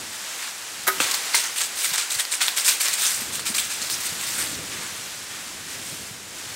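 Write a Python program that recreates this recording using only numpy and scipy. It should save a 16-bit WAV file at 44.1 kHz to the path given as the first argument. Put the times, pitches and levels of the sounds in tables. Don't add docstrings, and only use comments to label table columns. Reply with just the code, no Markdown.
import sys
import numpy as np
from scipy import signal
from scipy.fft import rfft, irfft, next_fast_len
from scipy.io import wavfile

SR = 44100
rng = np.random.default_rng(int(sys.argv[2]) if len(sys.argv) > 2 else 0)


def int16_out(signal):
    q = np.round(np.clip(np.atleast_2d(signal).T, -1, 1) * 32767)
    wavfile.write(sys.argv[1], SR, q.astype(np.int16))


N = 289065


def from_db(db):
    return 10 ** (np.asarray(db) / 20)


def rms_one(x):
    return x / np.sqrt(np.mean(x ** 2) + 1e-20)


def curve(rows):
    return np.interp(np.arange(N) / SR, *np.transpose(rows))


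def highpass(x, order, hz):
    return signal.sosfilt(signal.butter(order, hz, "high", fs=SR, output="sos"), x)


def coloured(x, spectrum):
    size = next_fast_len(N)
    hz, db = np.transpose(spectrum)
    bin_hz = np.arange(size // 2 + 1) * SR / size
    gain = from_db(np.interp(np.log(bin_hz + 1), np.log(hz), db))
    return rms_one(irfft(rfft(x, size) * gain, size)[:N])


def drift(rate):
    step = 40
    r = np.exp(-2 * np.pi * step * rate / SR)
    noise = rng.standard_normal(N // step + 2002)
    slow = signal.lfilter([1], [1, -2 * r, r * r], noise)[2000:]
    return np.interp(np.arange(N) / step, np.arange(len(slow)), rms_one(slow))


def click(s, db):
    out = np.zeros(N)
    out[round(s * SR)] = from_db(db)
    return out


def ring(force, hz, t60):
    r, w = from_db(-60 / (t60 * SR)), 2 * np.pi * hz / SR
    return signal.lfilter([0, np.sin(w)], [1, -2 * r * np.cos(w), r * r], force + 1e-18)


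def body(force, modes):
    out = np.zeros(N)
    for k, (hz, db, t60) in enumerate(modes):
        out += (-1) ** k * from_db(db) * ring(force, hz, t60)
    return out


def crackle(spectrum, per_s, spread_db, cycles, gain_at):
    pitches = np.geomspace(300, 16000, num=22)
    sizes = from_db(spread_db * np.minimum(rng.exponential(1, N), 4)) * rng.choice([-1, 1], N)
    cracks = sizes * (rng.random(N) < per_s / SR)
    dealt = rng.integers(0, len(pitches), N)
    steady, played = np.zeros(N), np.zeros(N)
    for k, hz in enumerate(pitches):
        band = hz * ring(cracks * (dealt == k), hz, cycles / hz)
        steady += band
        played += gain_at(hz) * band
    return coloured(played, spectrum) * played.std() / steady.std()


def wind():
    # (frequency [Hz], gain [dB])
    rumble = [(15, -50), (25, -35), (83, -5), (128, -6), (303, -6), (474, -11), (568, -12.5), (700, -15),
              (910, -37), (1540, -120)]
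    # (time [s], level [dB])
    strength = [(0.0, -46.5), (.31, -63), (.7, -60), (1.0, -48), (1.2, -66), (1.62, -58), (2.1, -65.5),
                (2.95, -64), (3.19, -46.5), (3.42, -44.5), (3.65, -50.5), (4.25, -46), (4.6, -40),
                (4.9, -49), (5.45, -50.5), (5.8, -47), (6.55, -47.5)]
    lumps = from_db(1.9 * drift(19.5))
    return from_db(curve(strength)) * coloured(rng.standard_normal(N) * lumps, rumble)


def far_leaves():
    # (frequency [Hz], gain [dB])
    hiss = [(88, -20), (150, -9.5), (382, -3.5), (429, -5), (464, -1.5), (609, -2), (916, 1.5), (1090, 1.5),
            (1550, 4.5), (4980, 3.5), (7950, 4), (15700, -11)]
    # (time [s], level [dB])
    loudness = [(0.0, -35), (.31, -34), (.64, -34.5), (.89, -34.5), (1.09, -28.5), (1.5, -32.5), (2.3, -33),
                (3.19, -31), (3.85, -33.5), (4.1, -31.5), (4.4, -32.5), (4.6, -36.5), (4.91, -33.5),
                (5.4, -35.5), (6.0, -36.5), (6.55, -35)]
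    sway = drift(2.24)

    def gain_at(hz):
        return from_db(sway + 0.4 * drift(27))
    return from_db(curve(loudness)) * crackle(hiss, 30000, 0.76, 4.44, gain_at)


def thuds():
    # (time [s], level of the push before smoothing [dB], pitch [Hz])
    pushes = [(1.003, -33.5, 200), (1.915, -36, 175), (2.159, -37.5, 118), (3.217, -30, 244),
              (3.5, -27, 216), (4.12, -31, 162), (4.561, -31, 114), (5.603, -41, 239), (5.919, -34, 148),
              (6.108, -30.5, 140)]
    out = np.zeros(N)
    for s, db, hz in pushes:
        smooth = signal.butter(2, [hz / 2, hz * 2], "band", fs=SR, output="sos")
        out += ring(signal.sosfilt(smooth, click(s, db)), hz, t60=0.058)
    return out


def trunks(x):
    echo_db, t60, delay, cut_hz = -14.5, .5, .012, 15000
    t = np.arange(SR // 2) / SR
    tail = rng.standard_normal(len(t)) * from_db(-60 * t / t60) * (t > delay)
    tail = signal.sosfilt(signal.butter(1, cut_hz, fs=SR, output="sos"), tail)
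    tail /= np.sqrt(np.sum(tail ** 2))
    return from_db(echo_db) * signal.fftconvolve(x, tail)[:N]


def bow():
    # (time [s], rattle into the limbs [dB], bright slap [dB], t60 [s])
    blows = [(0.868, -42.5, -23, 0.092), (0.8774, -42, -4, 0.006), (0.8782, -33, -10.5, 0.034),
             (0.8814, -39, -16, 0.083), (0.898, -39.5, -29, 0.03), (0.913, -62, -32, .5)]
    # (frequency [Hz], level [dB], t60 [s])
    bow_modes = [(560, -13, .03), (750, -9, .03), (930, -10, .025), (1254, -6, .06), (1460, 0, .03),
                 (1669, -4, .04), (1820, -3, .03), (1980, -2, .03), (2250, -6, .04), (3600, -5, .005),
                 (12000, -18, .06)]
    # (time [s], level [dB], frequency [Hz], t60 [s])
    limb_hums = [(.878, -27, 382, .26)]
    t, rattle, slap = np.arange(N) / SR, np.zeros(N), np.zeros(N)
    for s, rattle_db, slap_db, t60 in blows:
        burst = (t > s) * from_db(-60 * np.abs(t - s) / t60) * rng.standard_normal(N)
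        rattle += from_db(rattle_db) * burst
        slap += from_db(slap_db) * burst
    hum = sum(ring(click(s, db), hz, t60) for s, db, hz, t60 in limb_hums)
    return body(rattle, bow_modes) + highpass(slap, 2, 1500) + hum


def strike():
    # (frequency [Hz], level [dB], t60 [s])
    struck_modes = [(290, -12, .06), (520, -10, .05), (800, -9, .03), (1200, -3, .022), (1550, -1, .02),
                    (2650, 0, .025), (3240, -3, .02), (6000, -3, .003)]
    return body(click(1.0021, db=-12), struck_modes)


def twigs():
    # (time [s], level [dB], pitch [Hz], cycles rung until 60 dB down [count])
    snaps = [(0.8374, -19, 8000, 28), (0.9859, -20.5, 2970, 20), (1.1128, -6.5, 7670, 28),
             (1.1437, -8.5, 4310, 28), (1.3445, -5.5, 2110, 28), (1.3449, -14, 920, 36),
             (1.3506, -6, 8230, 28), (1.846, -13, 3500, 20), (1.9366, -10, 7450, 28),
             (1.9817, -9, 9040, 28), (2.1083, -14.5, 3830, 20), (2.1515, -12, 4390, 20),
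             (2.2523, -9, 4690, 12), (2.338, -14, 2400, 20), (2.4064, -12.5, 2240, 16),
             (2.4183, -7.5, 3490, 24), (2.4249, -11, 7920, 28), (2.4821, 0, 3700, 16),
             (2.6639, -10, 6850, 28), (2.692, -7, 7920, 28), (2.8089, -9.5, 4570, 28),
             (2.8555, -7, 6930, 28), (2.8842, -1.5, 6000, 12), (3.0546, -8, 9260, 28),
             (3.0691, -10, 9350, 28), (3.3946, -14.5, 1700, 7), (3.5849, -10, 9470, 28),
             (3.586, -13, 3200, 24), (3.9, -5, 4500, 7), (4.045, -20, 2000, 24), (4.4229, -15, 4610, 28)]
    out = np.zeros(N)
    for s, db, hz, cycles in snaps:
        snap, t60 = click(s, db), cycles / hz
        out += from_db(-1.0) * ring(snap, hz, t60)
        out += from_db(-17.5) * ring(snap, 0.705 * hz, t60)
        out += from_db(-4) * np.diff(snap, prepend=0)
    return highpass(out, 2, 700)


def steps_and_scuffs():
    # (start [s], level [dB], rise [s], fall [s])
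    steps = [(.125, -32, 0.0082, 0.011), (.385, -31, 0.043, .025), (.421, -35, .006, .028),
             (.47, -29, .004, 0.012), (1.001, -16.5, .003, 0.016), (1.018, -21.5, 0.0069, 0.042),
             (1.062, -24, .006, 0.013), (1.11, -18, 0.0039, .007), (1.138, -18, .004, 0.01),
             (1.328, -25, .012, .01), (1.343, -15.5, 0.004, 0.028), (1.434, -27.5, 0.0037, 0.041),
             (1.556, -24, .015, 0.019), (1.575, -21.5, .009, 0.0096), (1.599, -16.5, 0.013, 0.011),
             (1.632, -23, 0.0063, .013), (1.75, -23, 0.097, .034), (1.839, -26, .0045, .038),
             (1.931, -19.5, 0.0079, 0.016), (1.976, -18.5, .003, .025), (2.1, -22, 0.016, 0.028),
             (2.14, -25.5, .01, .015), (2.186, -18, 0.013, 0.0097), (2.313, -19.5, 0.022, 0.011),
             (2.405, -18, 0.012, 0.02), (2.454, -23, .015, .012), (2.481, -21, .003, 0.011),
             (2.563, -18.5, 0.013, 0.022), (2.644, -21, .003, .009), (2.657, -17.5, 0.0087, 0.017),
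             (2.677, -12, 0.01, 0.017), (2.798, -18.5, 0.01, 0.026), (2.846, -18, 0.0078, 0.023),
             (2.875, -25, .007, .013), (2.926, -20, .011, 0.012), (2.977, -18, 0.06, 0.052),
             (3.051, -18, .0043, 0.0063), (3.068, -34, .004, 0.0082), (3.204, -30.5, 0.0058, 0.022),
             (3.324, -23.5, 0.032, 0.01), (3.393, -28.5, .0025, 0.0082), (3.454, -19.5, 0.014, 0.018),
             (3.516, -33, .004, 0.0059), (3.54, -20, 0.0092, .021), (3.58, -17, .003, 0.01),
             (3.62, -27, 0.017, 0.023), (3.693, -26, 0.015, 0.038), (3.812, -26.5, .003, 0.027),
             (3.897, -24.5, 0.009, 0.033), (3.999, -27, .006, 0.037), (4.045, -25.5, .012, 0.024),
             (4.19, -27, 0.046, .03), (4.266, -27, .006, 0.022), (4.3, -25, 0.089, .085),
             (4.378, -26.5, 0.0028, 0.019), (4.521, -35, .015, 0.033), (4.706, -30, .029, 0.018),
             (4.769, -33.5, 0.056, .03), (5.298, -38, .012, .073), (5.663, -35, .069, .041),
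             (5.836, -36.5, 0.028, .087)]
    # (frequency [Hz], gain [dB])
    crunch = [(150, -51), (250, -24), (660, -19), (1390, -6), (2260, -2), (3080, -3), (3540, 0), (5460, 0),
              (6720, 1), (8710, 6), (10400, -4.5), (12300, -4), (15700, -6.5)]
    # (time [s], tilt [dB per octave])
    brightness = [(.4, -3.5), (1.2, -3.5), (1.6, -1), (2.0, -3), (2.8, -1.5), (3.5, -1), (4.3, -0.9),
                  (4.8, -5), (5.9, -3)]
    step_colour = 1.5
    t, power, own = np.arange(N) / SR, np.full(N, 1e-12), np.zeros(N)
    for (s, db, rise, fall), chance in zip(steps, rng.standard_normal(len(steps))):
        rise, fall = max(rise, .002), max(fall, .004)
        span = slice(round(s * SR), round(s * SR) + SR)
        late = t[span] - s
        swell = np.clip(0.057 + 0.52 * late / rise, 0, 1)
        settle = np.exp(-1.2 * (np.maximum(late - rise, 0) / fall) ** 0.95)
        step = from_db(2 * db) * swell * settle
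        power[span] += step
        own[span] += step * chance
    level = np.sqrt(power)
    tilt = curve(brightness) + step_colour * own / power
    clumps = 1.2 * drift(90)

    def gain_at(hz):
        octaves = np.log2(np.clip(hz, 1300, 11000) / 5000)
        return level * from_db(tilt * octaves + clumps + 2.48 * drift(12.0))
    return crackle(crunch, 21000, 2.2, 14.0, gain_at)


def scene():
    near = bow() + strike() + twigs() + steps_and_scuffs()
    near = highpass(near, 3, 210)
    mono = wind() + far_leaves() + thuds() + trunks(near) + near
    return np.array([mono, mono])


def record(dry):
    steep = signal.ellip(14, .3, 80, 15780, fs=SR, output="sos")
    return signal.sosfilt(steep, np.tanh(dry))


dry = scene()
out = record(dry)
int16_out(out)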